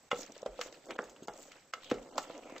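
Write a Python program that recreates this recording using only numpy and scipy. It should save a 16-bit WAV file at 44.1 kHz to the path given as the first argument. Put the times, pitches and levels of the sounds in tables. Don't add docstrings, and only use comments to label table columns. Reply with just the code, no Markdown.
import sys
import numpy as np
from scipy import signal
from scipy.fft import rfft, irfft, next_fast_len
from scipy.io import wavfile
from scipy.ndimage import uniform_filter1d, map_coordinates

SR = 44100
rng = np.random.default_rng(int(sys.argv[2]) if len(sys.argv) > 2 else 0)


def ratio(d):
    e = np.asarray(d, float) / 20
    return 10 ** e


def dump(signal):
    limited = np.clip(np.atleast_2d(signal).T, -1, 1)
    pcm = np.round(limited * 32767).astype(np.int16)
    wavfile.write(sys.argv[1], SR, pcm)


N = 114660

# pitch_hz, level_db, t60_s
POT = [(260.6, -7.5, 0.064), (302.3, -6, 0.037), (487.7, 0.5, 0.077), (533.5, 3, 0.076), (730, -1, 0.02),
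       (1070, -2, 0.022), (1305, 0.5, 0.043), (1440, -8, 0.015), (2091, -4, 0.037), (2850, -6, 0.044),
       (3393, -4, 0.031), (5270, -4.5, 0.011), (6510, 7.5, 0.0083), (7150, -5, 0.071)]
# start_s, peak_db, contact_hz, ring_db, crack_db
WALL = [
    (0.1143, -22.5, 2025, 1.5, -20),
    (0.6124, -30.5, 3320, -3.5, -2.5),
    (1.736, -25.5, 1690, -3.5, -10.5),
]
# start_s, peak_db, contact_hz, ring_db, crack_db
BOTTOM = [
    (.4605, -27.5, 553, -3, -17.5),
    (0.907, -42, 321, 3, -3),
    (.9895, -19, 1404, -21.5, -46),
    (1.282, -24.5, 717, -6.5, -28),
    (1.9134, -27.5, 1430, -4.5, -26),
    (1.9145, -22.5, 343, -4.5, -49),
    (2.179, -26, 5200, -4, -9.5),
    (2.1808, -16.5, 997, -15.5, -19),
    (2.563, -32, 1910, -8.5, -31),
]


def unit(x):
    return x / np.sqrt(np.mean(x ** 2) + 1e-20)


def along(points, hz):
    f, v = np.transpose(points)
    return np.interp(np.log(hz + 1), np.log(f + 1), v)


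def wobble(rate):
    knots = rng.standard_normal(int(N * rate / SR) + 4)
    return map_coordinates(knots, [np.arange(N) * rate / SR])


def filtered(x, response):
    m = next_fast_len(N + SR // 2)
    return irfft(rfft(x, m) * response(np.fft.rfftfreq(m, 1 / SR)), m)[..., :N]


def add(track, s, sound):
    part = track[..., max(round(s * SR), 0):][..., :sound.shape[-1]]
    part += sound[..., :part.shape[-1]]


def gritty(rate, spread_db, bed_db):
    draw = rng.random((2, N))
    size = ratio(-spread_db * np.log(draw[1] + 1e-9))
    slips = (draw[0] < rate / SR) * size * rng.standard_normal(N)
    return unit(unit(slips) + ratio(bed_db) * rng.standard_normal(N))


def pair(a, b):
    # pitch_hz, left-right likeness (0 to 1)
    likeness = [(60, 0.97), (500, 0.93), (2000, 0.74), (5000, 0.27), (8000, 0.5)]

    def spread(hz):
        turn = np.arccos(np.clip(along(likeness, hz), -1, 1)) / 2
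        return np.array([np.cos(turn), np.sin(turn)])

    mid, side = filtered(np.array([a, b]), spread)
    return np.array([mid + side, mid - side])


def pops(s, hz, db, size_db, cycles):
    k, draw = np.arange(200), rng.random((len(s), 2, 1))
    cyc = k / SR * np.minimum(hz, 7900)[:, None]
    level_db = db[:, None] - size_db * np.log(draw[:, 0] + 0.019) - 30 * cyc / cycles
    wave = ratio(level_db) * np.sin(2 * np.pi * cyc)
    at = ((s[:, None] * SR).astype(int) + k).ravel()
    sides = (1, np.sign(draw[:, 1] - .5))
    return pair(*[np.bincount(at, (wave * g).ravel(), N + SR)[:N] for g in sides])


def starve(x):
    ahead_s, length_s, depth_db, threshold_db = .021, .013, -20, -29
    t, dip_db = np.arange(N) / SR, 0
    for s, peak_db, *_ in WALL + BOTTOM[:4]:
        dip = np.exp(-((t - s + ahead_s - length_s / 2) / length_s * 2) ** 4)
        dip_db = dip_db + depth_db * dip / (1 + ratio(2 * (threshold_db - peak_db)))
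    return x * ratio(dip_db)


def gaps(x):
    hole_db, hole_s, odds, nearness, spared_s = -22, .055, 1.8, 1.7, .011
    hz, s, z = signal.stft(x, SR, nperseg=512)
    field = uniform_filter1d(rng.standard_normal(z.shape[1:]), size=7, axis=0)
    field = unit(uniform_filter1d(field, size=3, axis=1))

    def bump(rows, width_s):
        return np.minimum(sum(np.exp(-((s - row[0]) / width_s) ** 2) for row in rows), 1)

    free = 1 - bump(WALL + BOTTOM, spared_s)
    treble = ((hz > 1700) & (hz < 7600))[:, None]
    holes = (field + nearness * bump(BOTTOM[:5] + [(2.14,)], hole_s) > odds) * treble
    return signal.istft(z * ratio(free * hole_db * holes), nperseg=512)[1][:, :N]


def gated(x):
    gate_db = -101
    z = signal.stft(x, nperseg=512)[2]
    power = uniform_filter1d(np.mean(np.abs(z) ** 2, 0), size=5, axis=0)
    power = uniform_filter1d(power, size=4, axis=1)
    return signal.istft(z * (power > ratio(2 * gate_db)), nperseg=512)[1][:, :N]


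def hush():
    # pitch_hz, level_db per Hz
    air_curve = [(15, -43), (25, -26), (157, -13.5), (2640, -24), (2900, -28.5), (6760, -24), (8000, -19.5),
                 (10400, -32.5), (17600, -120)]
    air_db, whine_db, whine_hz, whine_wide_hz = -65, -76, 7900, 180
    air = unit(pair(*filtered(rng.standard_normal((2, N)), lambda f: ratio(along(air_curve, f)))))
    whine = filtered(rng.standard_normal((2, N)), lambda f: np.exp(-((f - whine_hz) / whine_wide_hz) ** 2))
    return ratio(air_db + 0.32 * wobble(6)) * air + ratio(whine_db) * unit(whine)


def room(x):
    # pitch_hz, t60_s
    decay = [(200, 0.42), (2000, 0.2), (8000, 0.16)]
    hz, t, z = signal.stft(rng.standard_normal((2, SR // 2)), SR, nperseg=256)
    tail = signal.istft(z * ratio(-60 * t / along(decay, hz)[:, None]), SR, nperseg=256)[1]
    tail = tail / np.linalg.norm(tail[0])
    late = np.pad(x, (200, 0))[None]
    return pair(*signal.fftconvolve(late, tail, axes=1)[:, :N])


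def lurch():
    # start_s, length_s
    moments = [(.46, .11), (.27, .06), (1.02, .13), (1.92, .14), (1.25, .14), (.62, .1), (2.1, .1),
               (1.275, .05)]
    # level_db, pitch_hz
    pushes = [
        (-53, 43),
        (-59, 210),
        (-67, 45),
        (-56.5, 39),
        (-68, 33),
        (-70, 49),
        (-68, 18),
        (-60.5, 132),
    ]
    out = np.zeros(N)
    for (s, length), (db, hz) in zip(moments, pushes):
        t = np.arange(int(length * SR)) / SR
        add(out, s, ratio(db) * np.sin(np.pi * t / length) ** 2 * np.sin(2 * np.pi * hz * t))
    return out


def slides():
    # start_s, length_s
    moments = [(.15, .1), (.55, .06), (.6, .08), (.88, .06), (1.34, .16), (1.82, .14), (2.185, .07),
               (2.2, .22), (2.42, .18)]
    # level_db, start_hz, end_hz
    drifts = [
        (-47.5, 7500, 5900),
        (-72, 1500, 2900),
        (-49.5, 7100, 6800),
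        (-60.5, 1500, 2900),
        (-55, 8400, 6700),
        (-55, 3840, 2600),
        (-51.5, 6300, 8100),
        (-63.5, 3400, 2870),
        (-61, 2500, 2200),
    ]
    rate, cycles, spread_oct, size_db = 1900, 9.2, .12, 3
    rows = []
    for (s, length), (db, hz0, hz1) in zip(moments, drifts):
        where, spread = rng.random(400), rng.standard_normal(400)
        hz = (hz0 + (hz1 - hz0) * where) * 2 ** (spread_oct * spread)
        level_db = db + 10 * np.log10(np.sin(np.pi * where) + .01)
        rows.append(np.c_[s + length * where, hz, level_db][:int(rate * length)])
    return pops(*np.concatenate(rows).T, size_db, cycles)


def ticks():
    # start_s, peak_db, pitch_hz
    single_ticks = [(.145, -41, 4200), (.158, -42, 2980), (.161, -45, 7160), (.191, -42, 4300),
                    (.204, -42, 6540), (.212, -39.5, 6700), (.218, -35.5, 6850), (.231, -36.5, 5650),
                    (.232, -45, 4300), (.263, -41, 7240), (.343, -59.5, 3500), (.379, -43, 6540),
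                    (.419, -43, 6100), (.857, -45, 7500), (1.019, -45, 5700), (1.274, -41, 6300),
                    (1.336, -43, 6400), (1.3765, -40, 7600), (1.417, -61, 7260), (1.429, -39, 7700),
                    (1.861, -48.5, 3420), (1.983, -48.5, 2500), (2.0275, -46.5, 6800), (2.029, -55, 4000),
                    (2.157, -45.5, 5030), (2.229, -39, 7200), (2.3084, -43, 3660), (2.378, -45, 6700),
                    (2.433, -46, 2450), (1.39, -53, 7250), (1.436, -49.5, 3980), (1.833, -45.5, 3340),
                    (1.8435, -49.5, 3500), (1.518, -51, 2230), (.32, -40, 6400)]
    burst_s, spread_oct, cycles, pop_db = 0.0028, 0.18, 16, -6.5
    s, db, hz = np.repeat(single_ticks, 6, axis=0).T
    draw = rng.standard_normal((len(s), 2))
    when = s + burst_s * np.abs(draw[:, 0]) / 2
    return pops(when, hz * 2 ** (spread_oct * draw[:, 1]), db + pop_db, 0.86, cycles)


def stroke():
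    # start_s, pressure_db on the pot, slip_db through the grains
    motion = [(0, -70.5, -84), (.1, -72.5, -67.5), (.19, -55, -52), (0.298, -68, -62.5),
              (0.532, -64, -66.5), (.6, -54, -53.5), (0.802, -68, -67.5), (0.892, -45, -65),
              (.96, -52, -61.5), (1.06, -59.5, -67.5), (1.17, -60, -80.5), (1.36, -57, -68.5),
              (1.599, -70, -64.5), (1.719, -70, -96), (1.8, -59.5, -66), (2.0, -57, -72), (2.26, -55, -60),
              (2.6, -59.5, -73.5)]
    # start_s, length_s, extra_pressure_db
    rubs = [
        (0.35, 0.028, 1),
        (0.2815, 0.033, 11),
        (1.97, 0.025, 6),
        (2.7, 0.11, 10),
        (3.2, .06, 7),
        (0.75, 0.069, 2),
        (.84, 0.071, -7),
        (2.38, 0.062, 0.5),
        (2.47, 0.19, 6.5),
        (0.89, 0.037, 4.5),
    ]
    slip_rate, slip_spread_db, bed_db, tilt_db = 500, -2, -11, -9.5
    fizz_hz, fizz_oct, fizz_cycles, fizz_size_db, fizz_count = 3960, 0.79, 16, 3.5, 5000
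    s, press_db, slip_db = np.transpose(motion)

    def body(f):
        total = 0
        for k, (c, db, t60) in enumerate(POT):
            width = 6 / t60
            gain = (-1) ** k * ratio(db + tilt_db * np.log2(c / 500))
            total = total + gain * 1j * f * width / (c * c - f * f + 1j * f * width)
        return total

    drag = unit(pair(*[filtered(gritty(slip_rate, slip_spread_db, bed_db), body) for side in "ab"]))
    when = rng.random(fizz_count) * N / SR
    hz = fizz_hz * 2 ** (fizz_oct * rng.standard_normal(fizz_count))
    fizz = unit(pops(when, hz, 0 * when, fizz_size_db, fizz_cycles))
    t = np.arange(N) / SR
    rub_db = sum(db * np.exp(-((t - at - length / 2) / length * 2) ** 4) for at, length, db in rubs)
    drag_db = np.interp(t, s, press_db) + rub_db + 3.35 * wobble(29.81)
    fizz_db = np.interp(t, s, slip_db) + 3 * wobble(40.57)
    return drag * ratio(drag_db) + fizz * ratio(fizz_db)


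def paddle():
    # start_s, peak_db, contact_hz, crack_db
    light_taps = [(0.318, -51, 264, -5), (0.365, -44.5, 504, -9.5), (0.429, -39.5, 545, -15),
                  (0.592, -44, 550, -5.5), (.66, -43.5, 598, -17), (0.725, -50.5, 463, 2),
                  (.9068, -30.5, 2300, -30), (0.886, -44, 467, -18), (.996, -33.5, 470, -35),
                  (1.029, -42.5, 605, -36), (1.04, -42.5, 6060, -18), (1.096, -42, 6400, -30),
                  (1.163, -48, 2200, -18), (1.221, -37.5, 313, -22), (1.232, -40, 6400, -26),
                  (0.6134, -30.5, 1570, -32), (1.518, -45.5, 2260, -4), (1.833, -53.5, 3140, -6),
                  (1.844, -58, 3100, 12), (1.9, -34.5, 3360, -27), (1.941, -39.5, 3160, -22),
                  (1.969, -37.5, 510, -30), (2.112, -66.5, 3450, 6), (2.185, -40, 314, -35),
                  (2.3, -35.5, 580, -24), (2.497, -42.5, 755, -13.5), (2.521, -44.5, 285, -14.5),
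                  (2.58, -54.5, 590, 10)]
    # start_s, peak_db, contact_hz, ring_db,
    # crack_db
    more_blows = [
        (0.13, -35, 600, 4.5, -48.5),
        (0.59, -36, 570, 0.5, -32),
        (.1168, -25, 1430, 1.5, -27),
        (.9892, -32, 2300, -8, -42),
        (.9905, -30.5, 535, -1.5, -35),
        (1.2822, -41.5, 3260, 0, -26),
        (1.9135, -25, 3000, -19, -18),
        (1.9165, -26, 238, 1, -51.5),
        (1.915, -26.5, 630, -8.5, -36),
        (2.184, -30, 1250, -4, -31),
    ]
    wall_damp, bottom_damp, detune = 0.89, 0.47, 0.073
    tap_ring_db, rattle_db, rattle_s = -2.5, -9.5, 0.095
    contact_cycles, swell_s, reach_oct, scatter_db = 2.5, 0.00036, 1.0, 1.5
    crack_s, crack_rise_s, crack_band_hz = .022, .0012, (2200, 6000)
    puff_db, puff_s = -35.5, 0.36
    smear_s, smear_db = .011, -28
    low_cut_hz = 94
    out, t = np.zeros((2, N + SR)), np.arange(SR // 4) / SR
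    hz, level_db, t60 = np.transpose(POT)[:, :, None]
    bright = signal.butter(1, crack_band_hz, "band", fs=SR)
    hits = [(*row, wall_damp) for row in WALL + more_blows]
    hits += [(*row, bottom_damp) for row in BOTTOM]
    hits += [(s, db, c, tap_ring_db, k, bottom_damp) for s, db, c, k in light_taps]
    for s, db, contact_hz, ring_db, crack_db, damp in hits:
        u = t * contact_hz / contact_cycles
        push = np.sin(np.pi * np.minimum(u, 1)) ** 2 * np.sin(2 * np.pi * contact_hz * t)
        draw, noise = rng.standard_normal((3, *hz.shape)), rng.standard_normal((3, len(t)))

        reach_db = -6 * (np.log2(hz / contact_hz) / reach_oct) ** 2 + scatter_db * draw[0]
        mode_hz = hz * (1 + detune * (1 - damp) * draw[1])
        modes = ratio(level_db + reach_db - 60 * t / t60 / damp) * np.sin(2 * np.pi * mode_hz * t)
        ring = np.sum(modes * np.sign(draw[2]), 0)

        half = push[u < 1 / 2]
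        shake = unit(np.convolve(noise[2], half - half.mean())[:len(t)])
        rattle = ratio(rattle_db + 13.5 - 26.7 * damp - 60 * t / rattle_s) * shake
        body = ratio(ring_db) * (ring + rattle) * (1 - np.exp(-t / swell_s))

        hiss = signal.lfilter(*bright, noise[:2]) * ratio(crack_db + 12)
        fade = ratio(-60 * t / crack_s) + ratio(puff_db - 60 * t / puff_s)
        crack = hiss * (1 - np.exp(-t / crack_rise_s)) * fade
        add(out, s, ratio(db) * (crack + [push + body, 0 * t]))

        lead = t[t < smear_s]
        smear = (hiss + [shake, 0 * t])[:, -len(lead):]
        add(out, s - smear_s, ratio(db + smear_db) * lead / smear_s * smear)
    return pair(*filtered(out[:, :N], lambda f: (1j * f / (low_cut_hz + 1j * f)) ** 2))


def scene():
    # pitch_hz, left_minus_right_db
    lean = [(100, 0.5), (500, -0.5), (5000, -1)]
    # pitch_hz, left_lead_rad
    port_lead = [(200, -.05), (1200, -0.17), (3000, -.3), (7000, 0)]
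    room_db = -11.5
    knocks = paddle()
    back = ratio(room_db) * room(knocks.mean(0)) + stroke() + slides() + hush()
    both = gaps(knocks + starve(back)) + lurch() + ticks()
    sides = np.array([[1], [-1]])
    return filtered(both, lambda f: ratio(along(lean, f) / 2 * sides) * np.exp(.5j * along(port_lead, f) * sides))


def top_cut(x):
    return signal.sosfilt(signal.butter(12, 16520, fs=SR, output="sos"), x)


def record(dry):
    # pitch_hz, level_db
    mirror = [(8000, -60), (9800, -58), (10400, -35), (11200, -27), (11650, -27), (11800, -16),
              (11950, -20), (12050, -70)]
    # pitch_hz, level_db
    next_mirror = [(13800, -42), (14100, -15.5), (14800, -26), (15200, -17.5), (15500, -43), (15800, -68)]
    rate_hz, next_rate_hz, edge_hz, mirror_lean_db = 16000, 22050, 8050, -6
    t = np.arange(N) / SR
    base = filtered(dry, lambda f: 1 / (1 + (f / edge_hz) ** 120))

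    def fold(rate, shape):
        image = 2 * base * np.cos(2 * np.pi * rate * t)
        return filtered(image, lambda f: ratio(along(shape, f)) * (f > shape[0][0]) * (f < shape[-1][0]))

    images = gated(fold(rate_hz, mirror) + fold(next_rate_hz, next_mirror))
    mix = base + ratio(mirror_lean_db / 2 * np.array([[1], [-1]])) * images
    return top_cut(mix)


dry = scene()
out = record(dry)
dump(out)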